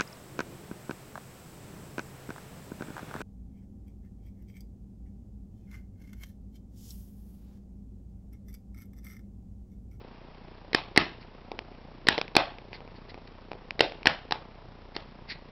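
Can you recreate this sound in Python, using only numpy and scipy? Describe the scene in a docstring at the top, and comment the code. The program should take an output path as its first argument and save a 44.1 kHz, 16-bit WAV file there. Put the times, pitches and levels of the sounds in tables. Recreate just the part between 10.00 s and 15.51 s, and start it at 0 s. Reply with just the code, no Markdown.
"""Sandals in a small yard

Someone in hard sandals takes a few quick steps over concrete, holding a camera.
Each heel taps, then the sole slaps down and the walls answer; soles scuff and grit ticks in between.
The camera hums at its frame rate, passes little treble and overloads on the loudest slaps."""
import sys
import numpy as np
from scipy import signal
from scipy.fft import rfft, irfft
from scipy.io import wavfile
from scipy.ndimage import uniform_filter1d

SR = 44100
rng = np.random.default_rng(int(sys.argv[2]) if len(sys.argv) > 2 else 0)


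def file_out(sig):
    """Save sig as 16-bit WAV at sys.argv[1]."""
    # one column per channel
    cols = np.atleast_2d(sig).T
    # limit, then scale
    lim = np.clip(cols, -1, 1)
    pcm = np.round(lim * 32767).astype(np.int16)
    wavfile.write(sys.argv[1], SR, pcm)


N = 242991
TIME = np.arange(N) / SR
CONTACT_TIME = TIME[:1024]


def footsteps(thud_s=0.00097, hollow_s=0.00064, crack_s=0.00077, bite_s=0.00038, grit_s=0.0013):
    """The heel taps, the sole slaps, trapped air rings, grit crunches. Gives dry sound and echo send."""
    # The walk; weight deepens the thud, a cupped sole traps air and sounds hollow.
    # Each row: heel and slap times in seconds, heel and slap levels in dB, weight and cupping in dB,
    # thud, crack and bite pitches in Hz, echo send in dB.
    walk = [ (0.7312, 0.7473, -24, -8, 1, -16.5, 348, 1815, 5130, -3),
            (0.962, 0.9755, -18.5, -4, 0.5, -15.5, 309, 2057, 4420, -0.5),
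            (2.0696, 2.0859, -19, -4.5, -6, -15, 280, 1853, 3900, -2),
            (2.179, 2.1856, -21, -26, 11, -4, 520, 2280, 3100, -16.5),
            (2.353, 2.366, -17.5, -4, 1.5, 3, 355, 2530, 4100, -2.5),
            (3.7932, 3.8066, -21, -4.5, -6.5, 2, 491, 1970, 2800, -3.5),
            (4.057, 4.0702, -14.5, -4, -8, 0, 336, 1856, 2420, -4),
            (4.3094, 4.322, -23.5, -13.5, -8, 4, 275, 1660, 3980, -8.5),
            (4.953, 4.9643, -43.5, -22, 1, 2.5, 394, 2280, 4310, -3.5), ]
    # The heel's resonances. Each row: pitch in Hz, level in dB relative to the tap.
    heel_modes = [(430, -3), (2100, -4), (4100, -4)]
    near, send = np.zeros((2, N))
    rises_s = (thud_s, crack_s, bite_s)
    heel = sum(amp(db) * ring(hz, rise) for (hz, db), rise in zip(heel_modes, rises_s))
    for heel_at, slap_at, heel_db, slap_db, weight_db, cup_db, thud_hz, crack_hz, bite_hz, yard_db in walk:
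        thud = amp(weight_db - 3.5) * ring(thud_hz, thud_s)
        # a harder slap cracks more, a cupped sole less
        crack = amp(-1 + 0.42 * slap_db - 0.3 * cup_db) * ring(crack_hz, crack_s)
        bite = amp(3.5 - 5.5 * np.log2(bite_hz / crack_hz)) * ring(bite_hz, bite_s)
        hollow = ring(768 * (330 / thud_hz) ** 0.45, hollow_s)  # rings lower under a higher thud
        # the heel is turned away from the camera, so more of it arrives as echo
        tap = (heel_at, heel_db, heel, 0.27 * cup_db - 2, -0.5, yard_db + 5.5)
        slap = (slap_at, slap_db, thud + crack + bite, cup_db - 4.5, -3.5, yard_db)
        for start, db, body, hollow_db, grit_db, send_db in (tap, slap):
            air = amp(hollow_db) * hollow
            crunch = amp(grit_db) * grit(grit_s)
            add(near, start, amp(db) * (body + air + crunch))
            # the flat sole radiates mostly upward, so the walls receive more grit than ring
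            add(send, start, amp(db + send_db) * (amp(-12) * body + amp(-2) * air + crunch))
        add(near, slap_at + 0.0022, amp(slap_db - 6) * grit(crack_s))  # the toe lands last, on more grit
    return np.array([near, send])


def pressure(rise_s):
    """The push of one contact: peaks at 1 after rise_s and lets go."""
    return CONTACT_TIME / rise_s * np.exp(1 - CONTACT_TIME / rise_s)


def ring(hz, rise_s):
    """A struck, heavily damped resonance."""
    return pressure(rise_s) * np.sin(2 * np.pi * hz * CONTACT_TIME)


def grit(rise_s):
    """Many grains crushed in one contact: a brief burst with an even, broad spectrum."""
    # The tone of the crunch. Each row: frequency in Hz, level in dB.
    crunch_colour = [(100, -14), (400, -6.5), (900, 1.5), (1350, -9.5), (1900, 0.5), (2500, -2.5),
                     (3300, -3.5), (4200, -5), (5200, -5), (6500, -5)]
    push = pressure(rise_s)
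    spectrum = amp(curve_at(crunch_colour, np.fft.rfftfreq(len(push), 1 / SR)))
    burst = push * noise(crunch_colour, size=len(push))
    for _ in range(4):  # impose tone and envelope in turn, keeping the burst smooth and short
        phase = np.angle(rfft(burst))
        burst = irfft(spectrum * np.exp(1j * phase)) * np.sqrt(push)
    return unit_rms(burst) * np.sqrt(np.mean(push ** 2))


def grit_ticks(low_hz=460, body_hz=740, body_s=0.00069, snap_hz=2420, loose_per_s=4):
    """Grit clicks underfoot and fainter loose grains shift at random. Gives dry sound and echo send."""
    # Small dry clicks. Each row: start in seconds, level in dB, body in dB relative to that level.
    clicks = [ (1.5171, -29.5, 10), (1.5903, -24, -2), (2.2142, -15, -8), (2.28, -35.5, -13.5),
              (2.585, -39.5, 4.5), (2.7307, -34.5, 6), (2.8052, -46.5, 15.5), (2.8766, -46.5, 14),
              (3.1435, -39.5, 7.5), (3.1775, -51.5, 21), (3.5163, -32.5, 10.5), (3.532, -38.5, 9),
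              (3.7076, -24.5, -19.5), (3.9212, -34, 8), (4.0308, -35, -11), ]
    near, send = np.zeros((2, N))
    chance = rng.random((round(loose_per_s * N / SR), 2))
    loose = [(when * N / SR, -54.5 + 6 * (2 * size - 1), 0) for when, size in chance]
    for start, db, body_db in clicks + loose:
        crunch = grit(rise_s=0.0006)
        body = amp(body_db) * (ring(low_hz, body_s) + ring(body_hz, body_s)) / 2
        snap = amp(2) * ring(snap_hz, rise_s=0.0004)
        add(near, start, amp(db) * (crunch + body + snap))
        add(send, start, amp(db) * (amp(-20.5) * crunch + amp(-8) * body))
    return np.array([near, send])


def scuffs(roughness_db=2, send_db=-9):
    """A sole slides over rough concrete, catching unevenly. Gives dry sound and echo send."""
    # The drags of the sole. Each row: centre in seconds, half length in seconds, level in dB.
    drags = [ (1.221, 0.017, -54.5), (2.749, 0.018, -45), (2.967, 0.012, -55), (3.101, 0.014, -49.5),
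             (3.276, 0.0034, -47.5), (4.953, 0.007, -46), (5.312, 0.019, -35.5), ]
    # The tone of the scrape. Each row: frequency in Hz, level in dB.
    scrape_colour = [(150, -28.5), (700, -17), (1300, -14), (2000, 3.5), (3200, -9), (4500, 0),
                     (6000, -15.5)]
    strokes = sum(amp(db) * np.exp(-((TIME - centre) / half) ** 2) for centre, half, db in drags)
    catching = flicker(roughness_db, N, smooth_samples=90)
    scrape = strokes * unit_rms(catching * noise(scrape_colour))
    return np.array([scrape, amp(send_db) * scrape])


def yard_echo(send, reflections_per_s=4000, first_s=0.0055, wall_s=0.038, wall_db=3):
    """Scattered reflections swell once where the far wall answers; each band dies at its own speed."""
    # The yard's decay. Each row: frequency in Hz, seconds to fall by 60 dB.
    decay_times = [(100, 0.29), (400, 0.4), (900, 0.36), (2500, 0.37), (4000, 0.35), (6000, 0.31)]
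    # The tone of the echo. Each row: frequency in Hz, level in dB.
    echo_colour = [(80, 12), (250, 4), (450, 6), (850, 1.5), (1400, 5.5), (1900, -1.5), (2600, 1),
                   (3800, 0.5), (5500, -5)]
    t = TIME[:SR]
    reflections = rng.choice([-1., 1.], SR) * (rng.random(SR) < reflections_per_s / SR)
    reflections *= flicker(2, SR, smooth_samples=130)
    hz, age_s, bands = signal.stft(reflections, SR, nperseg=256)
    fall_db = -60 * age_s / curve_at(decay_times, hz)[:, None]
    bands = bands * amp(fall_db + curve_at(echo_colour, hz)[:, None])
    tail = signal.istft(bands, SR)[1][:SR]
    onset = np.clip((t - first_s) / 0.00081, 0, 1)
    far_wall = amp(wall_db * np.exp(-((t - wall_s) / 0.0082) ** 2))
    return signal.oaconvolve(send, unit_rms(tail * onset * far_wall) / np.sqrt(SR))[:N]


def moving_echo(send, patterns=5, stride_s=0.3):
    """The walker moves on, so each stride meets the next of a few patterns of reflections."""
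    pattern = TIME // stride_s % patterns
    return sum(yard_echo(send * (pattern == k)) for k in range(patterns))


def camera_hum(frame_hz=29.96, hiss_db=-53.5, puff_db=-49, tick_db=-49):
    """Once a frame the electronics draw current: a low buzz, a puff and two tiny ticks, over hiss."""
    # The buzz. Each row: multiple of the frame rate, rms level in dB.
    harmonics = [(1, -54), (2, -61.5), (3, -62), (4, -65), (5, -67.5), (6, -64.5), (7, -65.5), (8, -64.5),
                 (9, -69), (12, -73), (13, -78), (14, -69.5)]
    # The tone of the puffs. Each row: frequency in Hz, level in dB.
    puff_colour = [(30, -10), (100, -1.5), (250, 2.5), (450, 4), (900, -5), (1400, -11), (3000, -23.5)]
    # The tone of hiss and ticks. Each row: frequency in Hz, level in dB.
    hiss_colour = [(20, -0.5), (60, -0.5), (150, 2.5), (300, -10), (600, -6.5), (950, -6), (1400, -14.5),
                   (2500, -16), (4000, -21), (5500, -23.5)]
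    cycles = frame_hz * TIME - 0.5
    buzz = np.zeros(N)
    for multiple, db in harmonics:
        offset = (multiple > 1) * rng.random() / 3
        buzz += amp(db) * np.sqrt(2) * np.sin(2 * np.pi * (multiple * cycles + offset))
    phase = (cycles + 0.5) % 1 - 0.5
    puffs = amp(puff_db) * np.exp(-(phase / 0.15) ** 4) * noise(puff_colour)
    hiss = amp(hiss_db) * noise(hiss_colour)
    switching = sum(np.exp(-((phase - at) / 0.023) ** 2) for at in (-0.3, -0.1))
    ticks = amp(tick_db) * switching * noise(hiss_colour)
    return buzz + puffs + hiss + ticks


def noise(colour, size=N):
    """Noise of rms 1, coloured by rows of Hz and dB."""
    gain = amp(curve_at(colour, np.fft.rfftfreq(size, 1 / SR)))
    return unit_rms(irfft(rfft(rng.standard_normal(size)) * gain, size))


def flicker(depth_db, size, smooth_samples):
    """A gain that wavers at random by depth_db rms."""
    return amp(depth_db * unit_rms(uniform_filter1d(rng.standard_normal(size), smooth_samples)))


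def curve_at(points, hz):
    """Reads a curve on a log-frequency axis."""
    point_hz, value = np.transpose(points)
    return np.interp(np.log(hz + 1), np.log(point_hz + 1), value)


def amp(db):
    """Decibels to gain."""
    return 10 ** (np.asarray(db) / 20)


def unit_rms(x):
    """Scales to rms 1."""
    return x / np.sqrt(np.mean(x ** 2) + 1e-20)


def add(mix, start_s, sound):
    """Lays a sound into the mix at start_s."""
    part = mix[round(start_s * SR):][:len(sound)]
    part += sound[:len(part)]


def scene(low_cut_hz=130, echo_db=-6):
    """Footwork, its first bounces and the yard's echo reach a small microphone; the camera adds hum."""
    # Nearby surfaces throw each step back. Each row: delay in seconds, level in dB.
    bounces = [(.0025, -23), (.0068, -24)]
    steps_near, steps_send = steps = footsteps()
    near, send = steps + grit_ticks() + scuffs()
    air = near + amp(echo_db) * moving_echo(send)
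    for delay, db in bounces:
        add(air, delay, amp(db) * steps_near)
    heard = signal.lfilter(*signal.butter(1, low_cut_hz, "high", fs=SR), air)
    return (heard + camera_hum())[None]


def record(dry, treble_hz=5620, ceiling=0.73, band_limit_hz=16600):
    """The microphone stage cuts the treble and overloads with a firm knee; a band limit follows."""
    treble_cut = signal.firwin(161, treble_hz, window=("kaiser", 7), fs=SR)
    band_limit = signal.firwin(511, band_limit_hz, window=("kaiser", 9), fs=SR)
    dull = signal.oaconvolve(dry, treble_cut[None], "same")
    clipped = dull / (1 + (dull / ceiling) ** 10) ** (1 / 10)
    return signal.oaconvolve(clipped, band_limit[None], "same")


dry = scene()
out = record(dry)
file_out(out)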